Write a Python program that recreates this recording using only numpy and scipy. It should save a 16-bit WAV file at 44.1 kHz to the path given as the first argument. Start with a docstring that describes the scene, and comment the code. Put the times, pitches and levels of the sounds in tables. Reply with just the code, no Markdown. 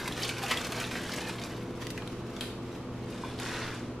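"""A kitchen appliance hums from the start, and two close microphone ports pick up the scene.
For 1.75 s a crumpled sheet of aluminium foil is peeled off a griddle: its creases buckle in single
snaps over a dense crackle of tiny facets, and near 0.5 s a fold collapses. The sheet is then carried
aside, ticking lightly, and shivers after a jolt at 2.4 s. From 3 s it rustles further off, where the
room's reverberation is stronger, with a soft knock, one more tick and a dull scrape."""
import sys
import numpy as np
from scipy import signal
from scipy.fft import rfft, irfft, next_fast_len
from scipy.io import wavfile
from scipy.ndimage import map_coordinates

SR = 44100
rng = np.random.default_rng(int(sys.argv[2]) if len(sys.argv) > 2 else 0)


def master_out(mix):
    """Clip the mix to full scale and print it as 16-bit PCM to the path in sys.argv[1]."""
    frames = np.transpose(np.atleast_2d(mix))
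    ceiling = np.clip(frames, -1, 1)
    pcm = np.round(ceiling * 32767).astype(np.int16)
    wavfile.write(sys.argv[1], SR, pcm)


N = 176400

# Harmonics of the appliance's mains and motor: harmonic number, relative level/dB
MAINS_HARMONICS = [(1, -71), (2, -44.5), (3, -51.5), (4, -48.5), (5, -53.5), (6, -55), (7, -60.5)]
MOTOR_HARMONICS = [(3, -49.5), (4, -49), (5, -52), (7, -60.5), (8, -59)]
# Spectrum of its air noise: f/Hz, relative level/dB
AIR_SPECTRUM = [(20, -7.5), (70, 0.5), (200, 2), (330, -1), (480, -3), (650, -11), (1200, -10.5),
                (1600, -19), (3000, -22.5), (6000, -31.5), (12000, -41), (15500, -54)]
# Stereo width of the air noise and of the echoes: f/Hz, side over mid/dB (before offset and cap)
AIR_WIDTH = [(60, -54), (130, -31), (300, -14), (800, -12), (1200, -14.5), (1800, -6.5), (3500, -4),
             (6000, 11), (12000, 14)]
ECHO_WIDTH = [(100, -26), (500, -17), (1200, -21), (1900, -22), (3000, -12), (5000, -5), (8000, 0),
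              (14000, 3)]
# Direct sound at the two ports: f/Hz, phase lead of the left/rad
PORT_PHASE = [(100, 0), (4500, -.05), (7500, -.3), (10000, -1.1), (13500, -2.7), (16000, -3.2)]
# Reverberation time of the kitchen: f/Hz, T60/s
KITCHEN_T60 = [(200, 1), (1000, 0.31), (3500, 0.55), (8000, 0.55), (15000, 0.064)]
# Modes of the soft knock: f/Hz, relative level/dB, T60/s
KNOCK_MODES = [(954, -1, 0.054), (1014, 0.5, 0.066), (1518, -12, 0.17), (3444, -14, .2)]
# Envelopes of the flexing foil: t/s, relative level/dB
PEEL_ENVELOPE = [(0, -37.5), (.068, -41.5), (.1, -41), (.155, -45), (.2, -38.5), (.255, -37), (.33, -47.5),
                 (.41, -39), (.47, -37), (.65, -38), (.69, -39), (.82, -37.5), (.88, -40.5), (.95, -40),
                 (1.04, -41.5), (1.23, -39.5), (1.34, -46), (1.43, -45), (1.58, -50), (1.75, -58)]  # on the griddle
CRUNCH_ENVELOPE = [(.49, -49), (.506, -33), (.515, -27), (.527, -35), (.555, -48)]  # a fold collapses
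CARRY_ENVELOPE = [(1.75, -53), (1.79, -54), (1.825, -40), (1.86, -54), (1.93, -58), (1.98, -51),
                  (2.05, -53), (2.12, -50.5), (2.24, -58), (2.39, -49.5), (2.6, -61.5), (2.74, -51),
                  (2.88, -67), (3.05, -53)]
RUSTLE_ENVELOPE = [(3.05, -58), (3.13, -49.5), (3.21, -51.5), (3.25, -46.5), (3.37, -54.5), (3.41, -39.5),
                   (3.55, -41), (3.62, -46), (3.75, -47.5), (3.82, -57.5), (4, -81)]  # further off
SCRAPE_ENVELOPE = [(3.45, -61), (3.55, -40.5), (3.6, -50), (3.635, -38), (3.7, -49), (3.78, -50),
                   (3.82, -62)]
# Spectra of the flexing foil: f/Hz, relative level/dB
PEEL_SPECTRUM = [(100, -47), (400, -1), (900, -0.5), (2300, -2.5), (4000, -7.5), (6000, -11), (9000, -17.5),
                 (12000, -15), (15500, -26)]
CRUNCH_SPECTRUM = [(100, -20), (600, -4), (1150, 6.5), (1600, -6), (2350, 3), (3600, -3), (6000, -10.5),
                   (9000, -17), (12000, -12), (15500, -28)]
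CARRY_SPECTRUM = [(100, -22), (400, 4), (1500, -0.5), (2900, -2.5), (4200, -6), (5500, -7), (9000, -16.5),
                  (12000, -13.5), (15500, -25)]
SHIVER_SPECTRUM = [(400, -12), (3000, 0), (4500, 1), (5500, -14), (12500, -9), (15500, -32)]
RUSTLE_SPECTRUM = [(100, -30), (400, 3), (1700, 1), (4000, -4), (9000, -12.5), (12000, -14.5), (15500, -34)]
SCRAPE_SPECTRUM = [(100, -11), (500, -20), (1100, 3), (1900, -2), (2800, -7.5), (4500, -12.5), (8000, -25),
                   (15500, -40)]
CRACK_SPECTRUM = [(100, -39), (400, -6.5), (900, -4.5), (2300, 4.5), (4000, 1), (7000, -4), (12000, -5.5),
                  (15500, -10.5)]
# Click clusters of a running crease: t/s, first click's level/dB, median f/Hz
CRINKLES = [(.229, -21.5, 4960), (.278, -25, 7100), (0.298, -26, 5500), (0.647, -24, 6350),
            (0.712, -34, 9000), (0.723, -38, 8000), (0.762, -28.5, 4960), (0.8018, -25, 7500),
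            (0.821, -32, 10000), (.929, -35, 8000), (1.0333, -31.5, 8060), (1.066, -36, 6000),
            (1.1183, -25.5, 5070), (1.1615, -26.5, 7060), (1.2065, -29.5, 4440), (1.243, -30.5, 3170),
            (1.427, -39, 5530), (1.4377, -28.5, 6660)]
# Creases snapping on the griddle, and lighter ticks of the carried sheet:
# t/s, relative level/dB, facet f/Hz, relative treble/dB, ring over crack/dB, crack T60/s
SNAPS = [(0.077, -21.5, 1050, -20, -11, 0.023), (0.1222, -27.5, 3280, -8, 6, 0.028),
         (0.1768, -29, 1920, -26, -10, 0.03), (0.222, -26, 3050, 2, 2, 0.027),
         (0.2325, -24.5, 4400, -10, 3, 0.023), (0.246, -22, 3100, -13, -1, 0.034),
         (0.2912, -21, 2220, -16, -2.5, 0.025), (0.3671, -29, 2400, -41, 1, 0.025),
         (0.4354, -21.5, 760, -25, -3, 0.041), (0.4614, -27, 2790, -26, 0, 0.031),
         (0.5125, -21, 2280, -20, -10, 0.023), (0.5712, -21.5, 3465, -8, 4, 0.032),
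         (0.7207, -24.5, 1390, -19, -7, 0.025), (0.7988, -24.5, 2800, -24, -3, 0.034),
         (0.841, -26, 3610, -45, -2, 0.025), (0.9114, -26, 1170, -30, -7, 0.049),
         (0.954, -26, 1680, -55, 4, 0.006), (1.0927, -26.5, 1410, -16, 10, 0.021),
         (1.136, -25, 1850, -14, 0.5, 0.035), (1.1836, -29.5, 2540, -28, -3, 0.025),
         (1.3843, -32.5, 1900, -52, -8, 0.029), (1.4161, -30, 1060, -25, -7, 0.061)]
TICKS = [(1.816, -36, 3500, -25, -14, .02), (1.8688, -27.5, 4230, -24, -5, 0.0071),
         (1.9032, -27, 4900, -8, -24, 0.034), (1.9765, -26.5, 1890, -20, 1.5, 0.022),
         (2.021, -30.5, 960, -42, 5, 0.014), (2.0755, -33, 3660, -30, -1, 0.0051),
         (2.365, -33, 3500, -25, -1, .02), (2.409, -23.5, 3200, -14, 1, 0.0043),
         (3.399, -29.5, 1980, 2, -9, 0.015)]

TOP_HZ = 15600


def amp(db):
    """Amplitude ratio of a level in decibels."""
    return 10 ** (np.asarray(db) / 20)


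def unit(x):
    """Normalisation to rms 1."""
    return x / np.sqrt(np.mean(x ** 2) + 1e-20)


def along(points, hz):
    """Interpolation of (f/Hz, value) points on a logarithmic frequency axis."""
    f, v = np.transpose(points)
    return np.interp(np.log(hz + 1), np.log(f + 1), v)


def wobble(rate):
    """Smooth random modulation: a spline through `rate` Gaussian knots a second."""
    return map_coordinates(rng.standard_normal(400), [np.arange(N) * rate / SR], mode="wrap")


def filtered(x, response):
    """Linear filtering: the spectrum is multiplied by a frequency response."""
    n = x.shape[-1]
    m = next_fast_len(n + 4096)
    return irfft(rfft(x, m) * response(np.fft.rfftfreq(m, 1 / SR)), m)[..., :n]


def coloured(x, db_at, size=1024):
    """Minimum-phase filtering: the response is causal, so attacks stay sharp."""
    cepstrum = irfft(db_at(np.fft.rfftfreq(size, 1 / SR)) * np.log(10) / 20)
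    cepstrum[1:size // 2] *= 2
    cepstrum[size // 2 + 1:] = 0
    return signal.fftconvolve(x, irfft(np.exp(rfft(cepstrum))))[:len(x)]


def diffuse(pair, width, wider_db=0):
    """Diffuse field: coherence between the two ports is lower in the treble."""
    angle = lambda hz: np.arctan(amp(np.minimum(along(width, hz) + wider_db, 3)))
    mid, side = filtered(pair, lambda hz: np.array([np.cos(angle(hz)), np.sin(angle(hz))]))
    return np.array([mid + side, mid - side])


def appliance(mains_hz=59.95, motor_hz=85.2, whine_hz=492.5):
    """Line spectrum over broadband noise: wavering harmonics and a whine above a steady rush of air."""
    t = np.arange(N) / SR
    lines = [(k * mains_hz, db) for k, db in MAINS_HARMONICS]
    lines += [(k * motor_hz, db) for k, db in MOTOR_HARMONICS] + [(whine_hz, -52)]
    hum = np.zeros(N)
    for hz, db in lines:
        level = amp(db + 2 * wobble(6.795))
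        hum += level * np.sin(2 * np.pi * (hz * t + rng.random()) + 0.71 * wobble(6.11))
    air = filtered(rng.standard_normal((2, N)), lambda hz: amp(along(AIR_SPECTRUM, hz)))
    return amp(0.5) * hum + amp(-42) * unit(diffuse(air, AIR_WIDTH))


def kitchen(x, tail_db, wider_db, early_db=-2, early_t60=0.03, gap_s=0.0007):
    """Superposition of direct sound, early reflections from stove top and wall, and reverberation."""
    out = np.zeros((2, N + SR))
    out[:, :N] = filtered(x, lambda hz: np.exp(.5j * np.outer([1, -1], along(PORT_PHASE, hz))))
    for block in np.array_split(np.arange(N), 40):  # the foil moves: new random echoes every 0.1 s
        if not x[block].any():
            continue
        hz, t, noise = signal.stft(rng.standard_normal((2, 14000)), SR, nperseg=256)
        decay = amp(-60 * t / along(KITCHEN_T60, hz)[:, None])
        tail = signal.istft(noise * decay, SR, nperseg=256)[1]
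        t = np.arange(tail.shape[1]) / SR
        early = rng.standard_normal(tail.shape) * amp(-60 * t / early_t60)
        echoes = (amp(tail_db) * unit(tail) + amp(early_db) * unit(early)) * (t > gap_s)
        response = diffuse(echoes, ECHO_WIDTH, wider_db) / np.sqrt(len(t))
        reflected = signal.fftconvolve(x[block][None], response, axes=1)
        out[:, block[0]:block[0] + reflected.shape[1]] += reflected
    return out[:, :N]


def knock(start_s=3.236, attack_s=0.00059):
    """Damped free vibration: a soft contact excites a few modes, with no crack."""
    t = np.maximum(np.arange(N) / SR - start_s, 0)
    ring = sum(np.sin(2 * np.pi * hz * t) * amp(db - 60 * t / t60) for hz, db, t60 in KNOCK_MODES)
    return amp(-36.5) * ring * (1 - np.exp(-t / attack_s))


def crackle(envelope, spectrum, per_s, scatter_db, clump_db, rub_db, gain_db):
    """Shot noise and friction: tiny facets buckle at random times over a rub of foil on foil."""
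    facets, median_hz, log_spread, decay_cycles = 12000, 2885, 0.84, 10.2
    when, chance, pick = rng.random((3, facets))
    pitches = np.clip(median_hz * np.exp(log_spread * rng.standard_normal(facets)), TOP_HZ / 10, TOP_HZ)
    buckles = pick < per_s * N / SR / facets
    t = np.arange(SR // 100) / SR
    cycles = pitches[buckles, None] * t
    strength = amp(scatter_db * np.minimum(-np.log(chance[buckles, None]), np.pi))
    grains = strength * np.cos(2 * np.pi * cycles) * amp(-60 * cycles / decay_cycles)
    grains *= np.sqrt(pitches[buckles, None])  # energy independent of pitch
    at = (when[buckles, None] * N).astype(int) + np.arange(len(t))
    clicks = np.bincount(at.ravel(), grains.ravel(), N + len(t))[:N]
    f, power = signal.welch(clicks, SR, nperseg=128)
    whitening_db = lambda hz: -10 * np.log10(np.interp(hz, f[1:], power[1:]))
    clicks = unit(coloured(clicks, lambda hz: along(spectrum, hz) + whitening_db(hz)))
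    rub = unit(filtered(rng.standard_normal(N), lambda hz: amp(along(spectrum, hz))))
    times, db = np.transpose(envelope)
    level = np.interp(np.arange(N) / SR, times, amp(db + gain_db), left=0, right=0)
    clumps = amp(clump_db * wobble(70))
    return level * unit((clicks + amp(rub_db) * rub) * clumps)


def shiver(start_s=2.41, t60=0.39):
    """Exponential decay: after a jolt the whole sheet rustles and dies away."""
    fade = [(start_s + u * t60, -60 * u) for u in np.linspace(0, 1, 20)]
    return crackle(fade, SHIVER_SPECTRUM, per_s=2400, scatter_db=-1, clump_db=0, rub_db=1, gain_db=-41.5)


def crinkles(count=10, mean_gap_s=0.0014, loss_db=1.1, log_spread=0.21, decay_cycles=9.8):
    """Buckling cascade: tiny facets flip one after another, each weaker than the last."""
    out, t = np.zeros(N + SR), np.arange(SR // 200) / SR
    for start, db, hz in CRINKLES:
        gaps = rng.exponential(mean_gap_s, count)
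        pitches = hz * np.exp(log_spread * rng.standard_normal(count))
        for k, (delay, pitch) in enumerate(zip(np.cumsum(gaps) - gaps[0], pitches)):
            level = amp(db - loss_db * k - 60 * pitch * t / decay_cycles)
            out[round((start + delay) * SR):][:len(t)] += level * np.sin(2 * np.pi * pitch * t)
    return out[:N]


def snaps(creases, gain_db, mode_count=7, log_spread=0.0756, shelf_hz=5630, attack_s=0.0006):
    """Snap-through buckling: a crease cracks and excites close modes of the facet beside it."""
    out, t = np.zeros(N + SR), np.arange(SR // 10) / SR
    for start, db, hz, treble_db, ring_db, crack_t60 in creases:
        shelf = lambda f: (treble_db + 15) * f ** 2 / (f ** 2 + shelf_hz ** 2)  # flat at treble -15 dB
        burst = rng.standard_normal(len(t)) * amp(-60 * t / crack_t60)
        crack = coloured(burst, lambda f: along(CRACK_SPECTRUM, f) + shelf(f))
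        modes = hz * np.exp(log_spread * rng.standard_normal((mode_count, 1)))
        ring = np.sin(2 * np.pi * (modes * t + rng.random((mode_count, 1)))).sum(0)
        ring *= amp(-60 * t / (1.3 * crack_t60)) * (1 - np.exp(-t / attack_s))  # outlasts the crack
        snap = unit(unit(crack) + amp(ring_db) * unit(ring))
        out[round(start * SR):][:len(t)] += amp(db + gain_db) * snap
    return out[:N]


def scene():
    """The direct-to-reverberant ratio falls with distance: foil near, carried, then aside, over the hum."""
    peel = crackle(PEEL_ENVELOPE, PEEL_SPECTRUM,
                   per_s=900, scatter_db=3.5, clump_db=2.4, rub_db=1, gain_db=-2.5)
    crunch = crackle(CRUNCH_ENVELOPE, CRUNCH_SPECTRUM,
                     per_s=4600, scatter_db=4.5, clump_db=1.5, rub_db=2, gain_db=-1)
    carry = crackle(CARRY_ENVELOPE, CARRY_SPECTRUM,
                    per_s=1400, scatter_db=0, clump_db=1.9, rub_db=6.5, gain_db=-2.5)
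    rustle = crackle(RUSTLE_ENVELOPE, RUSTLE_SPECTRUM,
                     per_s=1300, scatter_db=5, clump_db=1, rub_db=-1.5, gain_db=-3)
    scrape = crackle(SCRAPE_ENVELOPE, SCRAPE_SPECTRUM,
                     per_s=1500, scatter_db=6, clump_db=1, rub_db=-6, gain_db=-4)
    near = kitchen(peel + crunch + crinkles() + snaps(SNAPS, gain_db=-22.5), tail_db=-6.5, wider_db=-2)
    carried = kitchen(carry + shiver() + snaps(TICKS, gain_db=-24), tail_db=-4.5, wider_db=13.5)
    aside = kitchen(rustle + scrape + knock(), tail_db=-1, wider_db=3.5)
    return near + carried + aside + appliance()


def record(dry):
    """Band limiting: an ideal low-pass filter cuts off at TOP_HZ."""
    return filtered(dry, lambda hz: hz < TOP_HZ)


dry = scene()
out = record(dry)
master_out(out)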